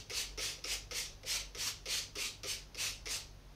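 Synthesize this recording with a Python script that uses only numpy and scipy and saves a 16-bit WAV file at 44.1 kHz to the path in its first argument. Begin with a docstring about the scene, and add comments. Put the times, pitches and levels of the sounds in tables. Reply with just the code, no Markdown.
"""A small finger-pump spray bottle, pressed in a quick rhythm close to the microphone in a quiet room.
Each stroke opens the valve with a snap and a sputter that rings the pump head, and the hollow bottle
thunks. The mist swells to a bright hiss, holds and dies into the room. After the early strokes
the piston springs back with a faint knock. Behind it all lie room tone and a faint motor hum."""
import sys
import numpy as np
from scipy import signal
from scipy.fft import rfft, irfft, next_fast_len
from scipy.io import wavfile
from scipy.ndimage import uniform_filter1d, map_coordinates

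SR = 44100
rng = np.random.default_rng(int(sys.argv[2]) if len(sys.argv) > 2 else 0)


def store_pcm(level_fs):
    """Save levels as 16-bit WAV."""
    pcm = np.round(np.clip(level_fs, -1, 1) * 32767).astype(np.int16)
    wavfile.write(sys.argv[1], SR, np.atleast_2d(pcm).T)


N = 156555
LEAD = SR // 2  # run-in, so we come in on a stroke already dying away
T = (np.arange(N + LEAD) - LEAD) / SR

# Presses of the pump. Each row: valve opening in seconds, sputter level in dB, sputter t60 in seconds,
# bottle level in dB, mist lag, swell and hold in seconds, mist level in dB, throat gain on it in dB.
STROKES = [(-.17, -40, .15, -44, 0.00092, 0.071, 0.042, -38.5, -9),
           (0.0975, -42, 0.35, -48.5, 0.0048, 0.08, 0.035, -38, -5.5),
           (0.376, -41.5, 0.6, -46, 0.0067, 0.073, 0.032, -37.5, -7),
           (.640, -41.5, 0.3, -50.5, 0.0023, 0.084, 0.016, -38.5, -4.5),
           (0.91, -43, 0.5, -49, 0.0099, 0.066, 0.034, -37.5, -17),
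           (1.233, -48.5, 0.056, -53, 0.013, 0.068, 0.06, -36.5, -6.5),
           (1.548, -44.5, 0.17, -51, 0.012, 0.077, 0.045, -36.5, -13.5),
           (1.857, -41.5, 0.28, -50, 0.0063, 0.075, 0.043, -36, -8),
           (2.154, -41.5, 0.19, -48.5, 0.0036, 0.069, 0.036, -37.5, 0),
           (2.433, -42, 0.27, -48, 0.0065, 0.081, 0.013, -38.5, -1),
           (2.746, -46, 0.084, -56, 0.014, 0.075, 0.054, -37.5, -3.5),
           (3.057, -43.5, 0.36, -50.5, 0.002, 0.075, 0.032, -38.5, -12)]
# Resonances of the pump head. Each row: centre in Hz, width in Hz, relative level in dB.
HEAD_MODES = [(1270, 83, -3.5), (2140, 184, 0.5), (2750, 360, -4), (3370, 630, -5.5), (5180, 1200, 0),
              (5400, 380, 5), (5880, 370, -2), (6650, 1450, -9), (9400, 2800, -21)]
# Resonances of the hollow bottle. Each row: centre in Hz, width in Hz, relative level in dB.
BOTTLE_MODES = [(318, 120, -3), (438, 104, 5.5), (547, 84, 1), (607, 75, -3.5)]
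# Broad colour of the mist. Each row: frequency in Hz, relative spectral density in dB.
MIST_SPECTRUM = [(150, -40.5), (250, -9), (342, -21), (414, -11.5), (651, -14), (1380, -9), (1550, -9.5),
                 (2360, 1.5), (3710, -0.5), (4570, 1), (6140, 1.5), (7570, -6.5), (12500, -13.5),
                 (14900, -15.5), (16000, -38.5)]
# Peaks and a dip the nozzle puts in the hiss. Each row: centre in Hz, width in Hz, gain in dB.
NOZZLE_BANDS = [(2410, 360, -3.5), (4580, 130, 4), (6700, 2100, 0.5), (8430, 1250, 3.5)]
# Knocks of the returning piston. Each row: start in seconds, level in dB.
PISTON_RETURNS = [(.3, -56), (.575, -55), (.82, -63), (1.095, -56)]
# How long the room rings. Each row: frequency in Hz, t60 in seconds.
ROOM_DECAY = [(300, 0.64), (2000, 0.21), (6000, 0.33), (8000, 0.2), (15000, 0.13)]
# Colour of the room tone. Each row: frequency in Hz, relative spectral density in dB.
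ROOM_TONE_SPECTRUM = [(20, -7), (30, -7), (60, -8.5), (120, -16.5), (200, -20), (310, -22), (840, -27),
                      (1300, -31), (2500, -34), (4000, -34), (6400, -35.5), (7300, -48), (10000, -45.5),
                      (16000, -48.5)]
# Tones of the motor and the mains. Each row: frequency in Hz, rms level in dB, level waver in dB.
HUM_TONES = [(47.9, -59.5, 4.5), (45.3, -63, 2.5), (97.4, -67, -1), (99.9, -69.5, 3), (145.8, -68, 0.8)]


def amp(db):
    """dB to gain."""
    return 10 ** (np.asarray(db) / 20)


def unit(x):
    """Scaled to rms 1."""
    return x / np.sqrt(np.mean(x ** 2) + 1e-20)


def along(points, hz):
    """Read a curve of (Hz, value) points on a log frequency axis."""
    f, v = np.transpose(points)
    return np.interp(np.log(hz + 1), np.log(f + 1), v)


def filtered(x, response):
    """x through a complex frequency response."""
    size = next_fast_len(len(x) + SR // 2)
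    return irfft(rfft(x, size) * response(np.fft.rfftfreq(size, 1 / SR)), size)[:len(x)]


def resonances(modes):
    """Causal response of (Hz, width, dB) resonances, alternating in sign."""
    return lambda f: sum((-1) ** k * amp(db) * 1j * f * width / (hz * hz - f * f + 1j * f * width)
                         for k, (hz, width, db) in enumerate(modes))


def wobble(rate):
    """A smooth random curve, rate knots a second."""
    knots = rng.standard_normal(int(len(T) * rate / SR) + 4)
    return map_coordinates(knots, [np.arange(len(T)) * rate / SR])


def fade(since, t60):
    """Silent before zero, then a decay."""
    return (since >= 0) * amp(-60 * np.clip(since, 0, None) / t60)


def patchy(x, depth_db):
    """Shift the colour in random patches of frequency and time."""
    spectrum = signal.stft(x, nperseg=512)[2]
    patches = uniform_filter1d(rng.standard_normal(spectrum.shape), size=5, axis=0)
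    patches = uniform_filter1d(patches, size=16, axis=1)
    return signal.istft(spectrum * amp(depth_db * unit(patches)), nperseg=512)[1][:len(x)]


def bubbles(typical_per_s=280, t60=0.006, flare_db=9):
    """Air bubbles pop through the valve, so its hiss flares in short, uneven bursts."""
    count = np.cumsum(typical_per_s * amp(2.5 * wobble(150)) / SR)
    pops = np.append(0, np.diff(np.floor(count))) * amp(4.0 * rng.standard_normal(len(T)))
    flare = signal.fftconvolve(pops, fade(np.arange(SR // 50) / SR, t60))[:len(T)]
    return unit(rng.standard_normal(len(T)) * (1 + amp(flare_db) * flare))


def valve(snap_drive_db=14, snap_direct_db=1):
    """The valve snaps open; air and water sputter through it and ring the pump head."""
    envelope = sum(amp(db) * fade(T - start, t60) for start, db, t60, *_ in STROKES)
    snaps = sum(amp(db) * (np.arange(len(T)) == LEAD + round(start * SR)) for start, db, *_ in STROKES)
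    sputter = bubbles()
    head = resonances(HEAD_MODES)
    drive = envelope * sputter + amp(snap_drive_db) * snaps
    ring = filtered(drive, head) / np.std(filtered(sputter, head))
    return ring + amp(snap_direct_db) * snaps


def bottle_thunk(start, db, hold, t60, rise_s=0.002, low_cut_hz=260):
    """The hollow bottle answers a soft push with a burst of noise in its resonances."""
    t = np.arange(SR // 3) / SR
    envelope = (1 - np.exp(-t / rise_s)) * fade(np.clip(t - hold, 0, None), t60)
    push = envelope * rng.standard_normal(len(t))
    ring = filtered(push, lambda f: resonances(BOTTLE_MODES)(f) * 1j * f / (low_cut_hz + 1j * f))
    ring *= amp(db) * np.linalg.norm(envelope) / np.linalg.norm(ring)
    track = np.zeros(len(T) + len(t))
    track[LEAD + round(start * SR):][:len(t)] = ring
    return track[:len(T)]


def mist_colour(f):
    """The gain of the hiss at each frequency, shaped by the nozzle."""
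    nozzle_db = sum(db / (1 + (2 * (f - hz) / width) ** 2) for hz, width, db in NOZZLE_BANDS)
    return amp(along(MIST_SPECTRUM, f) + nozzle_db)


def mist(sag_db=1.5, release_t60=0.28, treble_hz=6400, throat_hz=2440, throat_width_hz=267):
    """Pressure at the nozzle swells, sags through a hold and lets go; more is louder and brighter."""
    low_gain = treble_gain = throat_gain = 0
    for start, _, _, _, lag, swell, hold, db, throat_db in STROKES:
        since = T - start - lag
        rise = np.sin(np.pi / 2 * np.clip(since / swell, 0, 1)) ** 1.23
        sag = amp(-sag_db * np.clip((since - swell) / hold, 0, 1))
        release = fade(np.clip(since - swell - hold, 0, None), release_t60)
        pressure = rise * sag * release
        low_gain += amp(db) * pressure
        treble_gain += amp(db) * pressure ** 1.33
        throat_gain += amp(db + throat_db) * pressure
    noise = patchy(rng.standard_normal(len(T)), depth_db=1.86)
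    hiss = unit(filtered(noise, mist_colour)) * amp(0.93 * wobble(44.58))  # the level flutters
    treble = filtered(hiss, lambda f: 1 / (1 + (treble_hz / (f + 1)) ** 8))
    throat = filtered(hiss, resonances([(throat_hz, throat_width_hz, 0)]))  # low nozzle resonance
    return low_gain * (hiss - treble) + treble_gain * treble + throat_gain * throat


def piston_knocks():
    """The piston springs back and knocks faintly through the bottle."""
    return sum(bottle_thunk(start, db, hold=0, t60=0.08) for start, db in PISTON_RETURNS)


def room_reverb(x):
    """The room answers just after the direct sound, each frequency dying at its own speed."""
    hz, t, spectrum = signal.stft(rng.standard_normal(SR // 2), SR, nperseg=256)
    decay = amp(-60 * t / along(ROOM_DECAY, hz)[:, None])
    tail = signal.istft(spectrum * decay, SR, nperseg=256)[1]
    return signal.fftconvolve(np.pad(x, (200, 0)), tail / np.linalg.norm(tail))[:len(x)]


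def room_tone(db=-58.5):
    """The steady air of a quiet room, mostly low rumble."""
    noise = rng.standard_normal(len(T))
    return amp(db) * unit(filtered(noise, lambda f: amp(along(ROOM_TONE_SPECTRUM, f)) * (f > 20)))


def motor_hum(drift_rad=0.11):
    """Slightly unsteady tones of a motor and the mains beat against each other."""
    hum = 0
    for hz, db, waver_db in HUM_TONES:
        peak = np.sqrt(2) * amp(db + waver_db * wobble(6.5))
        phase = 2 * np.pi * hz * T + drift_rad * wobble(3.69) + rng.uniform(0, 2 * np.pi)
        hum += peak * np.sin(phase)
    return hum


def scene(reverb_db=-8.5):
    """The bottle up close in mono, with the room and its hum well behind."""
    spray = valve()
    spray += sum(bottle_thunk(start, db, hold=0.02, t60=0.091) for start, _, _, db, *_ in STROKES)
    spray += mist() + piston_knocks()
    mix = spray + amp(reverb_db) * room_reverb(spray) + room_tone() + motor_hum()
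    return mix[None, LEAD:]


def record(dry, top_hz=15700):
    """One microphone channel, with nothing kept above the band limit."""
    return filtered(dry[0], lambda hz: hz < top_hz)[None]


dry = scene()
out = record(dry)
store_pcm(out)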